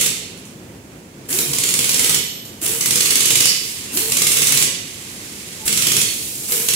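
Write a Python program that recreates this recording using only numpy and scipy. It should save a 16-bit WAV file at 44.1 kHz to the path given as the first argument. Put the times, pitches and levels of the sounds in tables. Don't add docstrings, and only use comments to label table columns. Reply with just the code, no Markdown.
import sys
import numpy as np
from scipy import signal
from scipy.fft import rfft, irfft, next_fast_len
from scipy.io import wavfile
from scipy.ndimage import uniform_filter1d

SR = 44100
rng = np.random.default_rng(int(sys.argv[2]) if len(sys.argv) > 2 else 0)


def field_ratio(decibels):
    return 10 ** (np.asarray(decibels, dtype=float) / 20)


def int16_out(signal):
    q = np.round(np.clip(np.atleast_2d(signal).T, -1, 1) * 32767)
    wavfile.write(sys.argv[1], SR, q.astype(np.int16))


N = 297675
LEAD = SR // 4


def evened(x):
    return x / np.sqrt(np.mean(x ** 2) + 1e-20)


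def read(points, hz):
    f, value = np.transpose(points)
    return np.interp(np.log(hz + 1), np.log(f + 1), value)


def add(mix, start_s, sound):
    part = mix[..., max(round(start_s * SR) + LEAD, 0):][..., :sound.shape[-1]]
    part += sound[..., :part.shape[-1]]


def curve(rows):
    s, *columns = np.transpose(rows)
    t = np.arange(s[0], s[-1], 1 / SR)
    return [np.interp(t, s, c) for c in columns]


def swell(start_s, loudest_s, end_s, level_db):
    faint_db = level_db - 21.5
    return curve([(start_s, faint_db), (loudest_s, level_db), (end_s, faint_db)])[0]


def smoothed(x, width):
    return uniform_filter1d(uniform_filter1d(x, width), width)


def flutter(size, depth_db, width):
    return field_ratio(depth_db * evened(smoothed(rng.standard_normal(size), int(width))))


def coloured(x, points):
    size = next_fast_len(x.shape[-1])
    gain = field_ratio(read(points, np.fft.rfftfreq(size, 1 / SR)))
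    return irfft(rfft(x, size) * gain, size)[..., :x.shape[-1]]


# pitch_hz, likeness (1 = identical)
LIKENESS = [(60, 0.92), (180, 0.99), (550, 0.69), (1650, -0.18), (4970, 0.0), (15000, -0.01)]


def noise(size, shape, unlike):
    frames, hz = size // 128 + 5, np.fft.rfftfreq(512, 1 / SR)[:, None]
    a, b, c, d = rng.standard_normal((frames, len(hz), 4)).T
    same = np.clip(1.03 * read(LIKENESS, hz) - unlike, .1, .99)
    left = a + 1j * b
    right = same * left + np.sqrt(np.clip(1 - same ** 2, 0, 1)) * (c + 1j * d)
    z = np.array([left, right]) * field_ratio(shape(hz, np.arange(frames) * 128 / SR))
    return evened(signal.istft(z, nperseg=512, noverlap=384)[1][:, :size])


RIM_HZ = [2540, 2965, 3230, 3570, 4151, 4339, 4500, 4710, 4974, 5470, 5700, 6300, 6520, 7020]
# level_db, t60_s
RIM_RINGS = [(-19.5, 0.21), (-22, 0.19), (-25, 0.13), (-36, 0.27), (-21.5, 0.33), (-16, 0.25),
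             (-19.5, 0.27), (-28, .3), (-24, 0.38), (-28, 0.23), (-18.5, 0.31), (-16, 0.11), (-31, 0.16),
             (-49, 0.17)]
# pitch_hz, level_db
STRIKE_COLOUR = [(35, -42), (70, -20), (139, -4), (363, -11.5), (480, -5.5), (621, -20.5), (1220, -14.5),
                 (1800, -11.5), (2050, -4.5), (2900, -4.5), (4700, -4), (7300, 0), (10500, -1.5),
                 (16000, -12)]


def strike_steel(rows, crack_s, clatter_s, clatter_db, ring_db):
    mix = np.zeros((2, N + LEAD))
    t, long = np.arange(SR // 8) / SR, np.arange(SR // 2) / SR
    hz = np.array(RIM_HZ)[:, None]
    mode_db, t60_s = np.transpose(RIM_RINGS)[:, :, None]
    damping = 1.5
    modes = field_ratio(mode_db + ring_db - 60 * damping * long / t60_s) * np.exp(2j * np.pi * hz * long)
    burst = np.exp(-t / crack_s) + field_ratio(clatter_db) * np.exp(-t / clatter_s)
    burst = burst * (1 - np.exp(-t / 0.0012))
    ping_shape = np.exp(-t / 0.0018) * (1 - np.exp(-t / 0.00073))
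    thud_shape = np.exp(-t / 0.024) * (1 - np.exp(-t / 0.0053))
    for start_s, peak_db, ping_hz, thud_db in rows:
        grit = rng.standard_normal((3, len(t)))
        grit = 0.56 * grit[0] + 0.86 * grit[1:]
        ping = field_ratio(-7.5) * np.sin(2 * np.pi * ping_hz * t) * ping_shape
        thud = field_ratio(thud_db - 28) * evened(uniform_filter1d(grit[0], 40)) * thud_shape
        hub_hz, panel_hz = 1150 * rng.uniform(0.827, 1.178), 145 * rng.uniform(0.926, 1.066)
        hub = field_ratio(-11.5) * np.sin(2 * np.pi * hub_hz * t) * np.exp(-t / 0.0029)
        panel = field_ratio(thud_db - 36.5) * np.sin(2 * np.pi * panel_hz * t) * np.exp(-t / 0.032)
        add(mix, start_s, field_ratio(peak_db) * (grit * burst + ping + thud + hub + panel))
        chance = rng.random((2, len(hz)))
        excite = field_ratio(-12 * chance[0]) * np.exp(2j * np.pi * chance[1])
        detune_hz = 12 * rng.uniform(-1, 1)
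        ring = (excite @ modes * np.exp(2j * np.pi * detune_hz * long)).real
        add(mix, start_s, field_ratio(peak_db) * ring)
    return field_ratio(2.8) * coloured(mix, STRIKE_COLOUR)


# first_s, last_s, late_ms (at mid-run), peak_db, thud_db (relative)
RUNS = [
    (-.235, .0599, 0, -6, 3),
    (1.5323, 2.1436, 3, -7, 4),
    (2.808, 3.4544, -1, -4.5, -3),
    (4.1197, 4.6236, -4, -5, -1),
    (5.6779, 6.014, -1, -6, 4),
    (6.6852, 6.7351, 2, -5.5, 3),
]
HARDEN_DB = [1, 4.5, 5, 2, 1, 0]


def run_blows():
    rows, gap_s, scatter_ms = [], .05, .8
    for (first, last, late_ms, peak_db, thud_db), harden_db in zip(RUNS, HARDEN_DB):
        along = np.linspace(0, 1, round((last - first) / gap_s) + 1)
        slip, force, jolt, place = rng.uniform(-1, 1, (len(along), 4)).T
        drift_s = (late_ms + scatter_ms * slip) * np.sin(np.pi * along) / 1000
        start_s = first + (last - first) * along + drift_s
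        ping_hz = 6180 + (8430 - 6180) * (place + 1) / 2
        easing_db = -2 * (along == 1)
        blow_db = peak_db + harden_db * (along - .5) + 1.2 * force + easing_db
        rows += zip(start_s, blow_db, ping_hz, thud_db - 6 * (along - .5) + 4 * jolt)
    return rows


# start_s, peak_db, ping_hz, thud_db (relative)
CATCHES = [
    (1.3265, -11.5, 9300, 9),
    (1.3863, -8, 7300, 6),
    (2.6618, -11.5, 9120, 10),
    (3.9711, -7.5, 8660, -9),
    (6.5207, -9.5, 7500, 9),
]


def hammering():
    return strike_steel(run_blows() + CATCHES, crack_s=0.0042, clatter_s=0.018, clatter_db=-13, ring_db=-14)


# pitch_hz, level_db
RUSH_COLOUR = [(150, -17.5), (450, -4), (600, -16.5), (900, -11.5), (1400, -9), (2850, -5), (3700, -8),
               (5000, -7.5), (6500, -3), (7530, 1), (10100, 2.5), (13200, -3), (16000, -3)]
# opens_s, rush_db (first), seated_db (as the nut seats), final_db (at release)
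PULLS = [
    (-.25, -35, -33, -22.5),
    (1.278, -21, -27, -21),
    (2.605, -19.5, -25, -25),
    (3.915, -23, -24, -20),
    (5.644, -17, -28, -22),
    (6.468, -22.5, -25, -24),
]


def exhaust():
    level, closed_db = np.zeros(N + LEAD), -55
    for (opens, rush_db, seated_db, final_db), (first, last, *_) in zip(PULLS, RUNS):
        release = last + 0.013
        rows = [(opens, closed_db), (opens + 0.013, rush_db - 4.5), (opens + 0.034, rush_db),
                (max(first, opens + .055), seated_db), (release, final_db), (release + .022, closed_db)]
        add(level, opens, field_ratio(curve(rows)[0]))
    wobble = flutter(len(level), 2.5, 60)
    return level * wobble * noise(len(level), lambda hz, t: read(RUSH_COLOUR, hz) + 0 * t, 0.14)


# start_s, loudest_s, end_s, pitch_hz, level_db
WHISTLES = [
    (1.3, 1.39, 1.48, 13100, -22),
    (2.05, 2.22, 2.58, 13000, -38),
    (2.59, 2.66, 2.9, 12950, -36),
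    (3.38, 3.496, 3.59, 5100, -18.5),
    (3.92, 3.96, 4.15, 13100, -24),
    (6.479, 6.52, 6.8, 13000, -22),
]


def whistles():
    mix = np.zeros((2, N + LEAD))
    for start, loudest, end, hz, db in WHISTLES:
        db = swell(start, loudest, end, db)
        a, b = smoothed(rng.standard_normal((2, 2, len(db))), 30)
        carrier = np.exp(2j * np.pi * hz * np.arange(len(db)) / SR)
        add(mix, start, field_ratio(db) * evened(((a + 1j * b) * carrier).real))
    return mix


def wavering(hz, db, slip_db):
    turn = 2 * np.pi * np.cumsum(hz * flutter(len(db), slip_db, 160)) / SR
    tone = np.sin(turn) + field_ratio(-13) * np.sin(2 * turn)
    return 1.16 * field_ratio(db) * tone * flutter(len(db), 14 * slip_db, 270) * signal.windows.tukey(len(db), .15)


# start_s, end_s, first_hz, top_hz, level_db
SPINS = [
    (1.29, 1.41, 190, 425, -34.5),
    (2.615, 2.8, 200, 463, -38),
    (3.922, 4.111, 120, 460, -36),
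    (6.478, 6.68, 140, 476, -37),
]


def vane_whine():
    mix, spin_up_s = np.zeros(N + LEAD), .042
    for start, end, first_hz, top_hz, db in SPINS:
        t = np.arange(0, end - start, 1 / SR)
        vane_hz = top_hz + (first_hz - top_hz) * np.exp(-t / spin_up_s)
        add(mix, start, wavering(vane_hz, db + 0 * t, .2))
    return mix


# start_s,
# loudest_s, end_s, pitch_hz, level_db
BOOMS = [(.4, .45, .5, 103, -44), (1.46, 1.5, 1.59, 145, -25), (1.68, 1.84, 2.05, 130, -32.5),
         (4.25, 4.56, 4.68, 137, -32), (1.36, 1.46, 1.52, 355, -33), (1.46, 1.53, 1.595, 476, -33),
         (2.6, 2.63, 2.7, 330, -32), (5.63, 5.66, 5.72, 66, -37), (5.63, 5.72, 5.85, 210, -33),
         (5.59, 5.635, 5.69, 871, -40)]


def booms():
    mix = np.zeros(N + LEAD)
    for start, loudest, end, hz, db in BOOMS:
        add(mix, start, wavering(hz, swell(start, loudest, end, db), .06))
    return mix


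# start_s, loudest_s, end_s, pitch_hz, level_db
SINGING = [(2.04, 2.19, 2.56, 13000, -27.5), (3.44, 3.5, 3.85, 12900, -26), (.1, .25, .34, 4290, -38),
           (-.1, .03, .13, 4290, -31), (-.05, .04, .3, 3570, -34), (1.45, 1.65, 2.45, 4337, -32.5),
           (2.699, 3.36, 3.8, 2960, -31.5), (4.2, 4.6, 4.7, 2980, -34), (3.41, 3.5, 3.7, 4960, -28),
           (3.42, 3.48, 3.59, 4390, -24), (4.57, 4.68, 4.7, 4500, -39), (5.98, 6.09, 6.19, 4370, -28),
           (3.78, 3.92, 4, 2720, -40)]


def singing():
    mix = np.zeros(N + LEAD)
    for start, loudest, end, hz, db in SINGING:
        db = swell(start, loudest, end, db)
        waver = flutter(len(db), 3.5, 150)
        add(mix, start, field_ratio(db) * waver * np.sin(2 * np.pi * hz * np.arange(len(db)) / SR))
    return mix


# start_s, peak_db, ping_hz, thud_db (relative)
KNOCKS = [
    (.375, -27.5, 11000, -7),
    (.452, -26, 6900, -13),
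    (1.255, -32, 9000, -5),
    (2.451, -22, 13000, -5),
    (2.48, -34, 12900, -8),
    (3.49, -8, 5640, 2),
    (4.098, -9.5, 7290, 6),
]


def knocks():
    return strike_steel(KNOCKS, crack_s=0.0011, clatter_s=0.016, clatter_db=-12.5, ring_db=-17)


# pitch_hz, t60_s
HALL_DECAY = [(100, 0.48), (400, 0.58), (1000, 0.48), (3000, 0.95), (7000, 0.63), (12000, 0.39),
              (16000, 0.34)]


def hall(x):
    wet, t = 0, np.arange(x.shape[1]) / SR
    shift_hz = 2.3
    for path in range(3):
        tail = noise(SR, lambda hz, t: -60 * t / read(HALL_DECAY, hz), .01)
        tail = tail * np.clip(np.arange(SR) / SR / 0.0088 - .3, 0, 1)
        tail = tail / np.linalg.norm(tail[0])
        share = np.sqrt(2 / 3) * np.cos(np.pi * (shift_hz * t + path / 3))
        wet = wet + signal.fftconvolve((share * x.mean(0))[None], tail, axes=1)[:, :x.shape[1]]
    return wet


# start_s, level_db, brightness_db_per_octave
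LEAK = [(0, -35, 9), (.4, -46.5, -3), (.65, -54.5, 1.5), (1.25, -50, -4), (2.3, -46, -2), (2.6, -45, -1),
        (3.7, -28, 1), (3.9, -31, -2.5), (4.85, -33.5, -2), (5.62, -32.5, -2), (6.15, -26.5, 3),
        (6.3, -28.5, 3.5), (6.75, -27.5, 2.5)]
# pitch_hz, level_db
FIZZ_COLOUR = [(410, -47), (700, -32), (1000, -11.5), (1400, -15), (2130, -4.5), (2770, -5), (5610, -3),
               (7490, 0), (11000, -2.5), (16000, -12)]


def leak():
    s, db, bright_db = np.transpose(LEAK)

    def colour(hz, t):
        return read(FIZZ_COLOUR, hz) + np.interp(t, s, bright_db) * np.log2(hz / 6000 + .05)

    fizz = noise(N, colour, .01)
    return field_ratio(np.interp(np.arange(N) / SR, s, db)) * fizz * flutter(N, 0.53, 440)


# pitch_hz, level_db
DRONE_COLOUR = [(20, -28), (50, -12.5), (90, -3), (200, -1), (400, -5.5), (600, -13.5), (1200, -20.5),
                (2500, -21), (4000, -28.5), (7000, -26), (12000, -33), (16000, -32)]


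def drone():
    hum = coloured(noise(N, lambda hz, t: 0 * hz * t, 0.016), DRONE_COLOUR)
    return field_ratio(-39) * evened(hum) * flutter(N, 1.13, 3500)


def scene():
    steel = hammering() + knocks()
    air = exhaust() + whistles()
    tones = vane_whine() + booms() + singing()
    wet = hall(field_ratio(3.5) * steel + field_ratio(-1.0) * air + field_ratio(-8.5) * tones)
    return (steel + air + tones + wet)[:, LEAD:] + leak() + drone()


def band_limit(x):
    return signal.sosfilt(signal.butter(12, 16730, fs=SR, output="sos"), x)


# pitch_hz, left_minus_right_db
PORT_TILT = [(60, 0), (110, -0.5), (200, 0.5), (380, -1.5), (700, 0.5), (1290, -4), (2380, -6), (4400, -6),
             (8120, -4.5), (15000, 2)]


def record(dry):
    left = coloured(dry[0], [(hz, db / 2) for hz, db in PORT_TILT])
    right = coloured(dry[1], [(hz, -db / 2) for hz, db in PORT_TILT])
    hz = np.fft.rfftfreq(N, 1 / SR)
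    late_s = 12.3 / SR * np.clip((hz - 250) / 900, 0, 1)
    right = irfft(rfft(right) * np.exp(-2j * np.pi * hz * late_s), N)
    ports = np.clip([left, right], -.9, .9)
    low_pass = signal.firwin(511, 15780, window=("kaiser", 9), fs=SR)
    return band_limit(signal.oaconvolve(ports, low_pass[None], "same"))


dry = scene()
out = record(dry)
int16_out(out)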